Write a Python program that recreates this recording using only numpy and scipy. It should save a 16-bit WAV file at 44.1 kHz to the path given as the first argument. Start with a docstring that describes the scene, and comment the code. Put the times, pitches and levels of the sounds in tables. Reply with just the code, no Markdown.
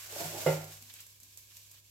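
"""Small kitchen: hot meat sizzles in an air fryer basket, tiny bubbles bursting over a hiss of steam.
The basket is tilted, so the pieces tumble softly against its wall, then set down on the worktop
with one hollow thud: the base knocks, the shell rings, the loose tray rattles. Faint scuffs and
bumps follow. The sizzle settles, fat spits now and then, and a mains hum runs underneath."""
import sys
import numpy as np
from scipy import signal
from scipy.fft import rfft, irfft, next_fast_len
from scipy.io import wavfile
from scipy.ndimage import map_coordinates

SR = 44100
rng = np.random.default_rng(int(sys.argv[2]) if len(sys.argv) > 2 else 0)


def store_pcm(level_fs):
    """Save levels as 16-bit WAV."""
    pcm = np.round(np.clip(level_fs, -1, 1) * 32767).astype(np.int16)
    wavfile.write(sys.argv[1], SR, np.atleast_2d(pcm).T)


N = 83790

# sizzle envelope: t/s, level/dB
SIZZLE_LEVEL = [(0, -50.5), (.1, -50.5), (.21, -42.5), (.35, -47), (.43, -43.5), (.53, -43.5), (.565, -50),
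                (.62, -52), (.67, -56), (.73, -52), (.8, -57), (.92, -56), (.98, -55.5), (1.11, -59),
                (1.19, -63), (1.28, -59.5), (1.41, -58), (1.47, -60.5), (1.56, -56), (1.7, -60),
                (1.76, -59), (1.83, -64), (1.9, -62)]
# sizzle spectra, meat moving and at rest: f/Hz, level/dB
MOVING_COLOUR = [(650, -24.5), (1100, -4), (1300, -11.5), (1420, -2.5), (1900, -7), (2400, -4.5),
                 (3750, -5.5), (6770, -3), (8000, -3), (9460, -12), (12100, -2.5), (15800, -11.5)]
RESTING_COLOUR = [(290, -33.5), (500, -11), (880, -19), (1000, -6.5), (1420, -16), (1630, -5), (1850, -9),
                  (1990, -15.5), (2200, -1.5), (3000, -2.5), (7560, 1), (9390, -6.5), (12900, 0.5),
                  (15800, -8)]
# fat spits: t/s, tick level/dB, spurt level/dB
SPITS = [(0.6428, -37.5, -50), (0.8239, -40.5, -54), (0.9394, -33, -66.5), (1.003, -53.5, -45.5),
         (1.066, -42, -56.5), (1.201, -49, -53.5), (1.2313, -50, -49.5), (1.3738, -39.5, -47),
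         (1.5692, -36.5, -58.5), (1.714, -43.5, -52.5)]
# spit spectrum: f/Hz, level/dB
SPIT_COLOUR = [(800, -9), (4000, -1.5), (7500, 9.5), (9500, 1), (12500, 10), (15800, -1.5)]
# basket modes on the worktop: f/Hz, level/dB, T60/s
SHELL_MODES = [(324, -17, 0.39), (386.2, -5.5, .25), (474, -8, .28), (536.7, -4, 0.32), (571, -11.5, .33),
               (613, -18.5, 0.24), (675, -9, 0.21), (682.7, -18, .3), (766, -22.5, 0.63),
               (887, -15.5, 0.35), (916, -19, 0.28), (1389, -20.5, 0.46), (1443, -23.5, .38),
               (1995, -22, .28), (2074, -17.5, .25), (2293, -26, 0.27), (2886, -22, .19)]
# base knock, then quick pulses in its ring: t/s, level/dB
KNOCK_PULSES = [(0.4623, -11.5), (0.4707, -20.5), (0.4911, -27.5), (0.5061, -28)]
# tray rattle and worktop shudder spectra: f/Hz, level/dB
RATTLE_COLOUR = [(130, -24), (240, -17.5), (350, -5), (640, -1.5), (900, -9), (1100, -12.5), (1700, -15),
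                 (2100, -10.5), (3200, -22), (8000, -34)]
SHUDDER_COLOUR = [(25, -27), (55, -11.5), (125, -1.5), (220, -15.5), (500, -49)]
# meat hitting the wall: t/s, level/dB, f/Hz
WALL_HITS = [(0.125, -45.5, 438.4), (.16, -40, 576), (.2, -38, 684), (.2105, -38, 695), (.2455, -42, 722),
             (.325, -44, 572), (0.345, -41, 365), (.364, -49, 633), (.418, -46.5, 655)]
# meat sliding on metal: t/s, level/dB
SLIDE_LEVEL = [(0, -71), (.08, -63), (.2, -51.5), (.3, -49.5), (.38, -46), (.45, -50.5), (.7, -68),
               (.8, -86.5)]
# pat and slide spectrum: f/Hz, level/dB
TUMBLE_COLOUR = [(60, -26.5), (150, -7), (240, -16), (340, -3.5), (460, -8.5), (560, -1), (700, -1.5),
                 (900, -6.5), (1150, -19.5), (2500, -41)]
# scuffs on the worktop: t/s, level/dB, length/s
SCUFFS = [(0.893, -53, 0.026), (0.908, -58, 0.17), (1.502, -61.5, 0.031), (1.708, -65.5, 0.1)]
# scuff spectrum: f/Hz, level/dB
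SCUFF_COLOUR = [(300, -19), (900, -13), (2400, -2.5), (4000, -1), (9000, -17.5)]
# basket settling on its feet: t/s, level/dB
BUMPS = [(.815, -64), (1.2, -74.5)]
# bump spectrum: f/Hz, level/dB
BUMP_COLOUR = [(100, -28), (245, 17), (900, -48.5)]
# mains hum envelope: t/s, level/dB
HUM_LEVEL = [(0, -67.5), (.25, -58), (.6, -54.5), (1, -69.5), (1.9, -68)]
# room air spectrum: f/Hz, level/dB
AIR_COLOUR = [(25, -23.5), (60, -3), (150, -11), (240, -22.5), (360, -17), (1500, -50)]
# left-right likeness of noise: f/Hz, correlation
CORRELATION = [(100, 0.53), (300, 0.75), (600, 0.33), (1300, .12), (3000, .04)]

PAN_DB = 0.97


def sizzle(bubbles_per_s=2900, spread_db=1, crackle_db=-5.5, settle_from_s=0.56, settle_to_s=0.94):
    """Tiny bubbles burst over a hiss of steam, loudest while the meat slides onto hot metal."""
    sizes = amp(spread_db * np.minimum(rng.exponential(size=N), 5))
    bursts = (rng.random(N) < bubbles_per_s / SR) * sizes * rng.standard_normal((2, N))
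    fizz = rng.standard_normal((2, N)) + amp(crackle_db) * unit(bursts)
    moving = amp(4) * stereo(fizz, MOVING_COLOUR)
    resting = amp(1.5) * stereo(fizz, RESTING_COLOUR)
    settled = curve([(settle_from_s, 0), (settle_to_s, 1)])
    level_db = curve(SIZZLE_LEVEL) + 0.77 * wobble(knots_per_s=70)
    return ((1 - settled) * moving + settled * resting) * amp(level_db)


def thud(start_s=0.463, shudder_lag_s=0.022, shell_cutoff_hz=323, spread_rad=0.44):
    """The base knocks; the shell rings, the hollow booms, the tray rattles, the worktop gives."""
    ring = np.zeros((2, N))
    for i, (hz, db, t60_s) in enumerate(SHELL_MODES):
        phases_rad = (-1) ** i * np.array([spread_rad, -spread_rad])  # left, right
        mode = [strike(start_s, rise_s=0.001, t60_s=t60_s, hz=hz, phase_rad=rad) for rad in phases_rad]
        ring += amp(db - 19) * np.array(mode)
    knock = sum(amp(db) * strike(s, rise_s=0.0007, t60_s=0.035, hz=527.5) for s, db in KNOCK_PULSES)
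    # the knock and shell ring stay clear of the deep bass
    highpass = signal.butter(4, shell_cutoff_hz, "high", fs=SR, output="sos")
    shell = signal.sosfilt(highpass, ring + knock)
    hollow = amp(-21.5) * strike(start_s, rise_s=0.012, t60_s=0.42, hz=155.5)
    rattle = amp(-31) * strike(start_s, rise_s=0.003, t60_s=0.5) * noise(RATTLE_COLOUR)
    shudder_envelope = amp(-39) * strike(start_s + shudder_lag_s, rise_s=0.012, t60_s=0.25)
    shudder = shudder_envelope * noise(SHUDDER_COLOUR)
    return pan(shell + rattle, right_db=1.1) + pan(hollow + shudder, right_db=PAN_DB / 2)


def tumbling(rise_s=0.00091, boom_start_s=0.243):
    """Meat slides and pats on the wall, each spot at its own pitch; the heaviest piece stirs a boom."""
    pat_envelope = sum(amp(db - 5) * strike(s, rise_s, t60_s=0.16) for s, db, _ in WALL_HITS)
    pats = pat_envelope * noise(TUMBLE_COLOUR)
    knocks = sum(amp(db) * strike(s, rise_s, t60_s=0.14, hz=hz) for s, db, hz in WALL_HITS)
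    slide = amp(curve(SLIDE_LEVEL)) * noise(TUMBLE_COLOUR)
    boom = amp(-35) * strike(boom_start_s, rise_s=0.015, t60_s=0.25, hz=158.4)
    return pats + knocks + slide + boom


def spits(room_db=-2.5):
    """Drops of fat burst: a sharp tick and a short spurt of steam."""
    ticks = sum(amp(db) * strike(s, rise_s=0.00028, t60_s=0.0072) for s, db, _ in SPITS)
    spurts = sum(amp(db) * strike(s, rise_s=0.00077, t60_s=0.062) for s, _, db in SPITS)
    bursts = (ticks + spurts) * noise(SPIT_COLOUR)
    return bursts + amp(room_db) * kitchen(bursts)


def scuffs(roughness_db=2.3):
    """The basket rubs on the worktop as it is nudged into place."""
    strokes = sum(amp(db) * np.sin(np.pi * np.clip((clock() - s) / length_s, 0, 1))
                  for s, db, length_s in SCUFFS)
    return strokes * noise(SCUFF_COLOUR) * amp(roughness_db * wobble(knots_per_s=130))


def bumps():
    """The basket settles on its feet, faint and dull."""
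    envelope = sum(amp(db) * strike(s, rise_s=0.008, t60_s=0.46) for s, db in BUMPS)
    return envelope * noise(BUMP_COLOUR)


def hum_and_air(hum_hz=100, air_db=-73):
    """Mains hum over the low murmur of room air."""
    hum = np.sqrt(2) * amp(curve(HUM_LEVEL)) * np.sin(2 * np.pi * hum_hz * clock())
    return hum + amp(air_db) * noise(AIR_COLOUR)


def kitchen(x, t60_s=0.3):
    """Room reverberation: a decaying noise tail per channel."""
    t = np.arange(SR // 2) / SR
    tail = rng.standard_normal((2, len(t))) * amp(-60 * t / t60_s)
    return signal.fftconvolve(x, tail / np.linalg.norm(tail[0]), axes=1)[:, :N]


def strike(start_s, rise_s, t60_s, hz=None, phase_rad=0):
    """Quick rise, exponential decay; with hz, one struck mode."""
    first = int(start_s * SR)
    t = np.arange(min(int(2 * t60_s * SR), N - first)) / SR
    envelope = (1 - np.exp(-t / rise_s)) * amp(-60 * t / t60_s)
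    carrier = 1 if hz is None else np.sin(2 * np.pi * hz * t + phase_rad)
    return np.pad(envelope * carrier, (first, N - first - len(t)))


def noise(colour):
    """Coloured stereo noise, rms 1."""
    return stereo(rng.standard_normal((2, N)), colour)


def stereo(pair, colour):
    """Two independent signals to coloured stereo, rms 1, narrower in the bass."""
    def mid_side_gains(hz):
        angle_rad = np.arccos(np.clip(along(CORRELATION, hz), -1, 1)) / 2
        return amp(along(colour, hz)) * [np.cos(angle_rad), np.sin(angle_rad)]
    mid, side = filtered(pair, mid_side_gains)
    return unit(np.array([mid + side, mid - side]))


def filtered(x, response):
    """FFT filter with gain response(hz)."""
    size = next_fast_len(N + SR // 2)
    return irfft(rfft(x, size) * response(np.fft.rfftfreq(size, 1 / SR)), size)[..., :N]


def pan(x, right_db):
    """Right channel up, left down, each by right_db."""
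    return x * amp([[-right_db], [right_db]])


def wobble(knots_per_s):
    """Smooth random curve."""
    knots = rng.standard_normal(int(N * knots_per_s / SR) + 4)
    return map_coordinates(knots, [clock() * knots_per_s])


def along(points, hz):
    """Interpolate (f/Hz, value) on a log axis."""
    points_hz, values = np.transpose(points)
    return np.interp(np.log(hz + 1), np.log(points_hz + 1), values)


def curve(points):
    """Interpolate (t/s, value) linearly."""
    return np.interp(clock(), *np.transpose(points))


def clock():
    """Sample times in s."""
    return np.arange(N) / SR


def amp(db):
    """dB to gain."""
    return np.exp(np.asarray(db) * (np.log(10) / 20))


def unit(x):
    """Scale to rms 1."""
    return x / np.sqrt(np.mean(x ** 2) + 1e-20)


def scene():
    """Basket slightly to the right, hum and air behind."""
    basket = sizzle() + spits() + scuffs() + bumps() + tumbling()
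    return pan(basket, PAN_DB) + thud() + hum_and_air()


def record(dry, top_hz=15900):
    """Brick-wall low-pass."""
    return filtered(dry, lambda hz: hz < top_hz)


dry = scene()
out = record(dry)
store_pcm(out)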